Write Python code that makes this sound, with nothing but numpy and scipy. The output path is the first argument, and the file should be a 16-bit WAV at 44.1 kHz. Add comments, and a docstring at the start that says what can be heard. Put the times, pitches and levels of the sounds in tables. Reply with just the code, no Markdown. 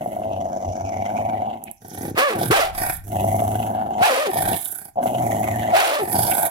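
"""A yard, where a spaniel stands guard close to the two microphone ports of a phone.
Its slack vocal folds rattle in three long growls; drawn tight, they squeal and break into four hoarse
barks. Between them, air dragged in through bared teeth flaps the soft palate in wet, snoring snarls.
Each is a source of pulses or turbulence filtered by chest, throat and mouth. Lips and tongue click now
and then, wind buffets the ports, and paving and walls return a short echo."""
import sys
import numpy as np
from scipy import signal
from scipy.fft import rfft, irfft
from scipy.io import wavfile
from scipy.ndimage import uniform_filter1d

SR = 44100
rng = np.random.default_rng(int(sys.argv[2]) if len(sys.argv) > 2 else 0)


def wav_out(sig):
    """Save sig, one row per channel (or a flat mono array), as 16-bit PCM at SR to the path in sys.argv[1]."""
    wavfile.write(sys.argv[1], SR, np.round(np.clip(np.atleast_2d(sig).T, -1, 1) * 32767).astype(np.int16))


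N = 286646
TIME = np.arange(N) / SR

# Spectra. Each row: frequency in Hz, relative level in dB.
YARD_AIR = [(25, -6), (800, -23), (2000, -51), (16000, -32)]
WIND_BUFFET = [(12, -6), (30, 0), (80, -2), (160, -10), (1000, -70)]
LEFT_SHADE = [(100, -0.5), (220, 0), (380, 2), (700, 2), (1300, -4.5), (2400, -1), (4400, -3.5), (8000, -6),
              (12000, -14)]  # the mouth at the left port, against the right
GROWL_CHEST = [(35, -25.5), (70, -9.5), (105, -4.5), (155, -2.5), (225, 3), (320, -3.5), (430, -7.5),
               (1100, -45)]
SNARL_CHEST = [(30, -48), (100, 6), (200, 2.5), (350, 0), (480, -6), (1200, -29)]
CLOSED_TEETH = [(4800, -16), (6100, 1), (9500, 0.5), (11600, 12), (13500, -0.5), (16000, 1)]
BARED_TEETH = [(3500, -52), (5500, -16), (6500, -8.5), (8600, 4), (9600, -2), (11200, 15.5), (12400, 3),
               (13400, 8.5), (16000, -5.5)]
BARK_BODY = [(150, 0), (400, 0), (560, 1), (760, 9), (950, 0), (1300, -14), (2000, -40)]  # lowest resonance of the throat
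BARK_THROAT = [(700, -12), (1200, 5), (1550, -4), (1800, 0), (2450, -8), (4200, -22), (8000, -36)]  # its upper resonances
CHAOS_BAND = [(200, -8), (450, -2.5), (1200, 3), (2500, -5)]  # folds in chaotic vibration
JAW_RUSH = [(200, -16.5), (500, 6.5), (1100, 10.5), (1700, 6.5), (2600, 8.5), (6000, -2.5), (9000, -1.5),
            (11500, -0.5), (16000, -9.5)]  # air through the open jaws
JAW_CRACK = [(400, -17), (1100, 7), (2800, -2), (6000, -11), (14000, -10)]  # first blast as they fly open

# Reverberation of the yard. Each row: frequency in Hz, time to fall 60 dB in seconds.
YARD_T60 = [(100, 0.2), (700, 0.36), (3000, 0.38), (14000, 0.22)]
# Gusts at the ports. Each row: centre in seconds, half length in seconds, level in dB.
GUSTS = [(.7, 0.28, -56), (2.86, 0.28, -37), (4.48, 0.051, -40), (6.25, 0.072, -44)]
# Swing of the head. Each row: time in seconds, left minus right level in dB.
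HEAD_TURN = [(1.5, 0), (2.3, -0.7), (4.2, 0.3), (5.3, -0.5)]
# Squelches of the tongue. Each row: centre in seconds, level in dB, resonance in Hz.
SQUELCHES = [(1.68, -39.5, 2380), (4.54, -34, 2630), (5.152, -39.5, 2780), (6.32, -27.5, 2321)]
# Single impulses. Each row: time in seconds, relative strength in dB.
LIP_SMACKS = [(1.6387, -8), (1.7134, -10), (1.883, -17), (1.952, -20), (6.2902, -9), (6.41, -7),
              (6.453, -2)]
GRUNTS = [(1.935, -30), (2.011, -25), (2.047, -23), (2.08, -22), (2.113, -19), (2.145, -22), (2.503, -11),
          (2.815, -22.5), (4.012, -17), (6.183, -19)]
THROAT_SLAPS = [(.06, -13), (.165, -15), (.218, -14), (.364, -19.5), (.965, -15), (2.415, -13), (3.243, -7),
                (3.344, -9), (3.42, -8), (4.358, -10), (5.057, -6), (5.148, -9), (6.189, -12),
                (6.467, -14.5)]

# Formants of the mouth. Each row: frequency in Hz, bandwidth in Hz, gain in dB.
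SHUT_FORMANTS = [(1150, 390, 9), (1462, 395, 15), (2030, 300, 14), (2750, 600, 11), (6500, 1500, -4)]
CURL_FORMANTS = [(1770, 110, 6.5), (2167, 240, 24), (2620, 220, 7.5), (3410, 160, -2)]
BARED_FORMANTS = [(1200, 300, -1), (1530, 230, 11), (1800, 190, 9), (2200, 300, 3), (3400, 1000, -1.5),
                  (4700, 1000, -6)]

# Growls. Each row: start in seconds, end in seconds.
GROWL_SPANS = [(0, 1.72), (3.04, 4.01), (4.958, 5.73)]
# One curve per growl. Each row: time in seconds, effort in dB, airflow through the teeth in dB.
GROWL_DRIVE = [
    [(0, -32.5, -55), (.14, -34.5, -51.5), (.3, -28, -62), (.85, -31.5, -63), (1.2, -25.5, -56),
     (1.5, -28, -66), (1.61, -44, -66)],
    [(3.05, -60, -48), (3.145, -24.5, -43), (3.3, -26, -39), (3.65, -27.5, -44), (3.78, -26, -56),
     (3.94, -29, -60.5), (4, -23.5, -55)],
    [(4.955, -38, -54), (4.985, -20, -80), (5.04, -26, -38), (5.13, -26.5, -46.5), (5.3, -24, -40.5),
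     (5.6, -28.5, -44), (5.72, -23, -50)],
]
# Rate of the folds and main formant in the growls. Each row: time in seconds, frequency in Hz.
GROWL_PITCH = [(0, 117.9), (.3, 98.06), (.7, 92.93), (1.35, 109.8), (2.49, 114.1), (3.05, 103),
               (3.9, 105.5), (5.1, 124.2), (5.33, 109.1)]
GROWL_FORMANT = [(0, 651), (.85, 698), (1.6, 749), (3.1, 700), (3.9, 745), (5, 696.4), (5.7, 720)]
# Swells of the chest. Each row: centre in seconds, half length in seconds, level in dB.
HUMS = [(.37, 0.12, -35), (.69, 0.043, -29), (.85, .04, -30), (.99, 0.046, -33), (1.28, 0.22, -36),
        (2.49, 0.035, -25), (3.22, 0.13, -27.5), (3.53, 0.23, -27), (5.27, 0.17, -30), (5.56, 0.14, -27),
        (6.21, .035, -25.5)]
# Lip curls. Each row: centre in seconds, half length in seconds, level in dB, factor on the formants.
CURLS = [(1.1, .28, -43, 1.018), (5.52, .22, -35.5, 0.9)]
# Air in a wet tooth gap. 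Each row: centre and half length in seconds, level in dB, resonance in Hz.
SIZZLES = [(.8, 0.41, -50, 6040), (1.97, 0.13, -48, 6000), (5.4, 0.26, -48, 6900)]
# Snarls. Each row: start, full draw, letting go and end in seconds; levels of mouth, chest, rasp and
# hiss in dB; sag of the chest in dB per second.
SNARLS = [(1.8, 2.001, 2.1, 2.108, -36, -34.5, -43.5, -38, -35),
          (2.33, 2.421, 2.44, 2.53, -27, -21.5, -31.5, -30.5, -5),
          (2.721, 2.788, 2.9, 2.997, -27, -40.5, -30.5, -28, 3),
          (4.259, 4.372, 4.54, 4.898, -23, -33, -32.5, -27, -36),
          (5.99, 6.152, 6.46, 6.484, -22.5, -28, -33, -23, 38)]
# Barks. Each row: start, attack, end and release in seconds; voice, punch and rush in dB; delay of the
# jaws in seconds; fall of the voice on release in dB; overtone factor; crack in dB.
BARKS = [(2.155, 0.023, 2.394, 0.14, -20.5, 3, -15.5, 0.0037, 1, 1.1, -23),
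         (2.504, 0.0057, 2.715, 0.085, -17.5, 3, -18, .001, 8, .55, -17),
         (3.987, 0.032, 4.31, 0.043, -18.5, 9, -18, 0.013, -5, .5, -27),
         (5.704, 0.035, 6.044, 0.043, -18, 9.5, -18.5, 0.015, -4, .6, -26)]
# One curve per bark. Each row: time in seconds, pitch in Hz, roughness from 0 to 1.
BARK_VOICE = [
    [(2.17, 310, .8), (2.19, 470, .55), (2.21, 520, .55), (2.228, 570, .2), (2.26, 591, .08),
     (2.295, 510, .2), (2.303, 450, .45), (2.318, 440, .3), (2.329, 400, .9), (2.342, 375, .15),
     (2.38, 320, .6)],
    [(2.5, 170, .1), (2.512, 360, .15), (2.523, 460, .2), (2.531, 470, .5), (2.537, 760, .25),
     (2.555, 795, .08), (2.57, 720, .6), (2.597, 560, .25), (2.607, 600, .8), (2.612, 770, .25),
     (2.632, 640, .15), (2.645, 680, .8), (2.67, 780, .6)],
    [(4, 720, .5), (4.025, 750, .35), (4.053, 880, .25), (4.066, 850, .9), (4.078, 770, .3),
     (4.104, 545, .3), (4.112, 560, .75), (4.124, 520, .2), (4.143, 475, .3), (4.154, 600, .9),
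     (4.168, 700, .75), (4.174, 500, .45), (4.21, 600, .35), (4.24, 615, .2), (4.263, 530, .35),
     (4.269, 420, .6), (4.305, 360, .15)],
    [(5.725, 740, .4), (5.748, 650, .3), (5.765, 760, .6), (5.782, 838, .15), (5.792, 800, .5),
     (5.812, 710, .35), (5.828, 600, .85), (5.838, 823, .3), (5.853, 760, .4), (5.87, 650, .95),
     (5.9, 660, .55), (5.912, 620, .85), (5.922, 550, .45), (5.948, 670, .45), (5.956, 630, .7),
     (5.968, 600, .15), (5.987, 590, .25), (5.996, 470, .65), (6.01, 420, .3), (6.04, 370, .2)],
]

THROAT_LAG_S, MOUTH_LAG_S, TEETH_LAG_S = .00027, .00026, .00018  # delays at the left port


def from_db(db):
    """Converts decibels to an amplitude ratio."""
    return 10 ** (np.asarray(db) / 20)


def unit(x):
    """Normalises to rms 1."""
    return x / np.sqrt(np.mean(x ** 2) + 1e-20)


def at_hz(points, hz):
    """Interpolates on a log-frequency axis."""
    f, value = np.transpose(points)
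    return np.interp(np.log(hz + 1), np.log(f), value)


def track(rows, column=1):
    """Interpolates one column of a table at every sample."""
    rows = np.array(rows)
    return np.interp(TIME, rows[:, 0], rows[:, column])


def ramp(start, end):
    """Linear rise from 0 to 1 between two times."""
    return np.clip((TIME - start) / max(end - start, 1e-3), 0, 1)


def gate(start, end, edge_s=.0011):
    """Trapezoidal window, 1 between two times."""
    return ramp(start - edge_s, start) * (1 - ramp(end, end + edge_s))


def swells(rows):
    """Gaussian envelopes from rows of centre, half length and level."""
    return sum(from_db(db) * np.exp(-((TIME - s) / half_s) ** 2) for s, half_s, db, *_ in rows)


def wander(rate_hz):
    """Random modulation: low-pass noise of rms 1."""
    size = N // 32 + 1
    hz = np.fft.rfftfreq(size, N / size / SR)
    slow = irfft(rfft(rng.standard_normal(size)) * np.exp(-(hz / rate_hz) ** 2), size)
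    return unit(np.interp(TIME, np.linspace(0, N / SR, size), slow))


def colour(x, spectrum):
    """Minimum-phase filter with the given spectrum."""
    log_gain = np.log(from_db(at_hz(spectrum, abs(np.fft.fftfreq(4096, 1 / SR)))))
    taps = np.fft.ifft(np.exp(np.conj(signal.hilbert(log_gain)))).real
    return np.apply_along_axis(signal.oaconvolve, -1, x, taps)[..., :N]


def lowpass(x, hz, order):
    """Maximally flat low-pass filter."""
    return signal.sosfilt(signal.butter(order, hz, fs=SR, output="sos"), x)


def resonate(x, hz, widths_hz):
    """Damped resonators in series, one per bandwidth, all following the frequency hz."""
    turn = np.exp(2j * np.pi * np.cumsum(hz * np.ones(N)) / SR)
    for width_hz in widths_hz:
        pole = np.exp(-np.pi * width_hz / SR)
        x = 2 * (turn * signal.lfilter([1 - pole], [1, -pole], x / turn + 1e-18)).real
    return x


def strikes(times, sizes):
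    """An impulse train."""
    return np.bincount(np.clip(np.asarray(times) * SR, 0, N - 1).astype(int), sizes, N)


def steadied(x, window_s):
    """Normalises short-time power, so that an envelope alone sets the loudness."""
    window = signal.windows.hann(int(2 * window_s * SR))
    power = signal.oaconvolve((x ** 2).mean(0), window / window.sum(), "same")
    return x / np.sqrt(abs(power) + 1e-4)


def ports(x, lag_s=MOUTH_LAG_S):
    """Path difference and shadowing: the left port hears the dog later and duller than the right."""
    left, right = np.broadcast_to(x, (2, N))
    return np.array([colour(np.roll(left, round(lag_s * SR)), LEFT_SHADE), right])


def steady_pair(x, lag_s, window_s=.11):
    """A layer at the two ports, held at unit power."""
    return steadied(unit(ports(x, lag_s)), window_s)


def outdoor_air():
    """Ambient noise, with low pressure fluctuations where wind meets the ports."""
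    hush, buffet = rng.standard_normal((2, 2, N))
    buffet = buffet + .4 * buffet[::-1]  # partly common to both ports
    wind = from_db(-65) + swells(GUSTS)
    return from_db(-74) * unit(colour(hush, YARD_AIR)) + wind * unit(colour(buffet, WIND_BUFFET))


def yard_echo(x):
    """Reverberation: reflections from paving and walls decay exponentially in each band."""
    hz, t, noise = signal.stft(rng.standard_normal((2, SR // 2)), SR, nperseg=256)
    decay = from_db(-60 * t / at_hz(YARD_T60, hz)[:, None]) * (t > .005)
    tail = signal.istft(noise * decay, SR, nperseg=256)[1]
    return signal.fftconvolve(x, tail / np.linalg.norm(tail[0]), axes=1)[:, :N]


def eddies(shared=.29):
    """Turbulent noise, partly coherent between the ports."""
    left, right, both = rng.standard_normal((3, N))
    return np.sqrt(1 - shared) * np.array([left, right]) + np.sqrt(shared) * both


def puffs(clicks, decay_s, leak):
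    """Pulsed turbulence: each click releases a decaying burst over a steady leak of air."""
    burst = unit(signal.lfilter([1], [1, -np.exp(-1 / (decay_s * SR))], clicks))
    return (burst + leak) * eddies()


def saliva(per_s, spread_db):
    """Shot noise: sparse snaps of saliva, mostly small."""
    size = from_db(spread_db * np.minimum(rng.exponential(1, N), 3)) * rng.choice([-1, 1], N)
    return unit((rng.random(N) < per_s / SR) * size)


def squelches():
    """Cavity resonance: air squeezed past the wet tongue rings a small pocket of the mouth."""
    fizz = rng.standard_normal((2, N)) * from_db(.74 * wander(140))
    return sum(swells([(s, .0084, db)]) * unit(ports(resonate(fizz, hz, widths_hz=[940, 810])))
               for s, db, hz in SQUELCHES)


def smacks():
    """Film rupture: saliva snaps at the teeth in brief bursts of noise."""
    s, db = np.transpose(LIP_SMACKS)
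    snap = colour(puffs(strikes(s, from_db(db)), decay_s=.0012, leak=0), BARED_TEETH)
    return ports(snap * from_db(db.max() - 6.5) / abs(snap).max())


def grunts():
    """Impulse response of the chest, shaken by single heavy flaps."""
    s, db = np.transpose(GRUNTS)
    thud = lowpass(colour(strikes(s, from_db(db)), SNARL_CHEST), 600, order=2)
    return ports(thud * from_db(db.max()) / abs(thud).max())


def slaps():
    """Free vibration: hard closures of the throat ring the mouth, dulled by the closed lips."""
    s, db = np.transpose(THROAT_SLAPS)
    ring = resonate(strikes(s, from_db(db)), 708, widths_hz=[50])
    ring = lowpass(resonate(ring, 490, widths_hz=[550]), 1400, order=2)
    return ports(ring * from_db(db.max() - 2.5) / abs(ring).max())


def throat_hold(hold_s=.008, depth=.55):
    """Occlusion: the pulses weaken just before each slap, as the throat shuts and pressure builds."""
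    shut = sum(np.exp(-((TIME - s + hold_s) / hold_s) ** 4) for s, _ in THROAT_SLAPS)
    return 1 - np.clip(depth * shut, 0, 1)


def flaps(rate_hz, jitter_s, spread_db=2):
    """Jitter and shimmer: slack tissue closes unevenly in time and strength, at steady mean power."""
    times = TIME[1:][np.diff(np.floor(np.cumsum(rate_hz) / SR)) > 0]
    late, size = rng.standard_normal((len(times), 2)).T
    size = from_db(spread_db * size)
    return strikes(times + jitter_s * late, size / np.sqrt(uniform_filter1d(size ** 2, size=7)))


def lip_flutter(rate_hz, unsteady):
    """Near-periodic oscillation of loose lips, between -1 and 1."""
    return np.cos(2 * np.pi * np.cumsum(rate_hz * (1 + unsteady * wander(10.3))) / SR)


def cavities(x, formants, drift, waver_db, stretch=1):
    """Parallel formants, each drifting in frequency and strength as tongue and lips move."""
    out = 0
    for hz, width_hz, db in formants:
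        moving_hz = stretch * hz * (1 + drift * wander(24))
        ring = resonate(x, moving_hz, widths_hz=[width_hz, 2 * width_hz])
        out = out + from_db(db + waver_db * wander(6.6)) * ring
    return out


def blend(gains, layers):
    """Superposition of mouth, chest, rasp and hiss, each under its own envelope."""
    lags_s = MOUTH_LAG_S, TEETH_LAG_S, MOUTH_LAG_S, TEETH_LAG_S
    return sum(gain * steady_pair(layer, lag_s) for gain, layer, lag_s in zip(gains, layers, lags_s))


def snarl_gains(start, full, let_go, end, mouth_db, chest_db, rasp_db, hiss_db, sag_db_per_s):
    """Envelopes of one draw of air: the palate drops to a faint flutter, the hiss dies ever faster."""
    swell = ramp(start, full) - 1
    air_db = 19.5 * swell - 20.5 * ramp(let_go, end) ** 2.97
    palate_db = 15 * swell - 26 * ramp(let_go, let_go + .068)
    sag_db = sag_db_per_s * (np.clip(TIME, full, let_go) - full)
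    levels_db = [mouth_db + palate_db, chest_db + palate_db - sag_db,
                 rasp_db + .45 * palate_db + .55 * air_db, hiss_db + air_db]
    return gate(start + .02, end, edge_s=.02) * from_db(levels_db)


def snarl(idle_hz=28.15, hz_per_gain=634.4):
    """Flow-induced flutter: indrawn air flaps the soft palate and hisses wetly between the teeth."""
    gains = sum(snarl_gains(*row) for row in SNARLS)
    flap_hz = (idle_hz + hz_per_gain * gains[0]) * np.exp(.18 * wander(30))  # faster when louder
    palate = flaps(flap_hz, jitter_s=.0015) * throat_hold()
    lips = lip_flutter(rate_hz=27.5, unsteady=.1246)
    air = unit(puffs(palate, decay_s=.009, leak=.4))
    mouth = resonate(unit(palate) + 2 * air[0], 758, widths_hz=[173])
    mouth = lowpass(resonate(mouth, 780, widths_hz=[300]), 1050, order=3)
    chest = colour(unit(palate) + 2.24 * air[1], SNARL_CHEST)
    wet = unit(puffs(palate, decay_s=.006, leak=.8)) + .6 * saliva(per_s=200, spread_db=4)
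    rasp = cavities(wet * from_db(2.8 * lips), BARED_FORMANTS, drift=.012, waver_db=4)
    jet = unit(puffs(palate, decay_s=.0037, leak=7.2)) + .47 * saliva(per_s=620, spread_db=4)
    hiss = colour(jet, BARED_TEETH) * from_db(3.5 * lips + 2 * wander(43))
    return blend(gains, [mouth, chest, rasp, hiss])


def growl_gains():
    """Power laws: effort and airflow set the envelopes of mouth, chest, rasp and hiss."""
    gains = 0
    for (start, end), curve in zip(GROWL_SPANS, GROWL_DRIVE):
        effort_db, airflow_db = track(curve), track(curve, column=2)
        opening_db = 4 * ramp(start, end) ** 2  # the jaws part towards the end
        chest_db = .51 * effort_db + .23 * airflow_db - 7.5
        rasp_db = .61 * effort_db + .34 * airflow_db + opening_db - 13
        gains = gains + gate(start, end) * from_db([effort_db + 2.73, chest_db, rasp_db, airflow_db + 3])
    return gains


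def lip_curls(wet):
    """Cavity resonance: wet breath rings the space behind the curled lips."""
    ring = cavities(wet, CURL_FORMANTS, drift=.04, waver_db=1, stretch=track(CURLS, column=3))
    return swells(CURLS) * steady_pair(ring, MOUTH_LAG_S)


def sizzles(wet):
    """Frication: air sizzles through a wet gap between the teeth."""
    gap = resonate(wet, track(SIZZLES, column=3), widths_hz=[1800, 2000, 2200])
    return swells(SIZZLES) * steady_pair(gap, TEETH_LAG_S)


def growl():
    """Source and filter: slack folds rattle, the chest hums at their rate, the nearly shut mouth rings."""
    formant_hz = track(GROWL_FORMANT) * (1 + .011 * wander(15))
    pitch_hz = track(GROWL_PITCH) * (1 + .035 * wander(20))
    folds = flaps(pitch_hz, jitter_s=.00055)
    lips = lip_flutter(rate_hz=25.16, unsteady=.05)
    rattle = folds * from_db(.89 * lips) * throat_hold()
    air = unit(puffs(rattle, decay_s=.006, leak=.25))
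    mouth = resonate(unit(rattle) + .7 * air[0], formant_hz, widths_hz=[95, 480])
    mouth = lowpass(mouth, 1020, order=6)
    chest = colour(unit(folds) + air[1], GROWL_CHEST) * from_db(2 * wander(31))
    phase = 2 * np.pi * np.cumsum(pitch_hz) / SR + .3 * wander(60)
    hum = swells(HUMS) * unit(np.sin(phase) * from_db(2 * wander(35)))
    spurts = unit(puffs(rattle, decay_s=.006, leak=.3) * from_db(3.6 * lips + 3.4 * wander(45)))
    wet = spurts + .1 * unit(rattle) + .15 * saliva(per_s=200, spread_db=3)
    hiss = colour(puffs(folds * from_db(3.9 * lips), decay_s=.0067, leak=.26), CLOSED_TEETH)
    rasp = cavities(wet, SHUT_FORMANTS, drift=.031, waver_db=5.5)
    throat = blend(growl_gains(), [mouth, chest, rasp, hiss])
    return throat + ports(hum, TEETH_LAG_S) + lip_curls(wet) + sizzles(wet)


def bark_gains(start, attack_s, end, release_s, voice_db, punch_db, rush_db,
               jaw_delay_s, fall_db, overtone_factor, crack_db):
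    """Envelopes of voice, rush, overtones and crack in one bark: fast attack, exponential decay."""
    top, onset_db = start + attack_s, 24.5
    age_s = np.maximum(TIME - top, 0)
    closing = ramp(end - release_s, end)
    push_db = punch_db * np.exp(-age_s / .04)  # the first push of air is the hardest
    folds_db = onset_db * (ramp(start, top) - 1)
    jaws_db = onset_db * (ramp(start + jaw_delay_s, top + jaw_delay_s) - 1)
    voice = from_db(voice_db + folds_db + push_db - 17.5 * age_s - fall_db * closing)
    rush = from_db(rush_db + jaws_db + .083 * push_db - 30.5 * age_s - 18.5 * closing)
    crack = from_db(crack_db + jaws_db - 250 * np.maximum(age_s - jaw_delay_s, 0))
    window = gate(start, end - .008, edge_s=.008)
    return window * np.array([voice, rush, np.full(N, overtone_factor), crack])


def bark():
    """Nonlinear vibration: tight folds squeal and break into chaos; the open jaws add crack and rush."""
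    voice_gain, rush_gain, overtone_gain, crack_gain = sum(bark_gains(*row) for row in BARKS)
    curve = np.vstack(BARK_VOICE)
    rough = np.clip(track(curve, column=2), 0, 1)
    pitch_hz = track(curve) * (1 + (.008 + .06 * rough) * wander(150))
    phase = 2 * np.pi * np.cumsum(pitch_hz) / SR
    torn_phase = phase + (.04 + .26 * rough) * wander(230)
    beat = 1 + .6 * rough * np.cos(phase / 2) + .7 * rough * wander(180)  # period doubling and noise
    harmonics = sum(np.cos(k * torn_phase) for k in range(2, 13)) * from_db(3 * wander(70))
    chaos = resonate(rng.standard_normal(N), 544, widths_hz=[100])
    chaos = unit(colour(resonate(chaos, 874, widths_hz=[120]), CHAOS_BAND))
    folds = (np.cos(phase) + .55 * overtone_gain * harmonics) * beat
    window_s = .011
    tone = steadied(unit(colour(folds, BARK_BODY))[None], window_s)
    voice = np.sqrt(1 - rough ** 2) * tone + 1.2 * rough ** 2 * chaos
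    overtones = unit(colour(harmonics * beat, BARK_THROAT))
    rush = unit(colour((1 + 2 * np.cos(phase)) * eddies(), JAW_RUSH))
    rasp = 6.5 * overtone_gain * (1 - .7 * rough) * overtones + (1.25 + 1.9 * rough) * rush
    crack = unit(colour(eddies(), JAW_CRACK)) + .27 * overtones
    shimmer = from_db(1.5 * wander(90))
    return (voice_gain * from_db(-3 * rough) * steady_pair(voice, THROAT_LAG_S, window_s)
            + rush_gain * shimmer * steady_pair(rasp, TEETH_LAG_S, window_s)
            + crack_gain * steady_pair(crack, TEETH_LAG_S, window_s))


def scene():
    """Superposition of the dog's direct sound, its echo and the open air."""
    dog = growl() + snarl() + bark() + slaps() + grunts() + smacks() + squelches()
    dog = dog * from_db(np.outer([.5, -.5], track(HEAD_TURN)))
    return dog + from_db(-13) * yard_echo(dog) + outdoor_air()


def record(dry):
    """Soft saturation in the microphone rounds the highest peaks; a low-pass limits the band."""
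    ceiling, edge_hz = .65, 16050
    rounded = dry / (1 + (dry / ceiling) ** 4) ** .25
    taps = signal.firwin(511, edge_hz, window=("kaiser", 9), fs=SR)
    return signal.oaconvolve(rounded, taps[None], "same")


dry = scene()
out = record(dry)
wav_out(out)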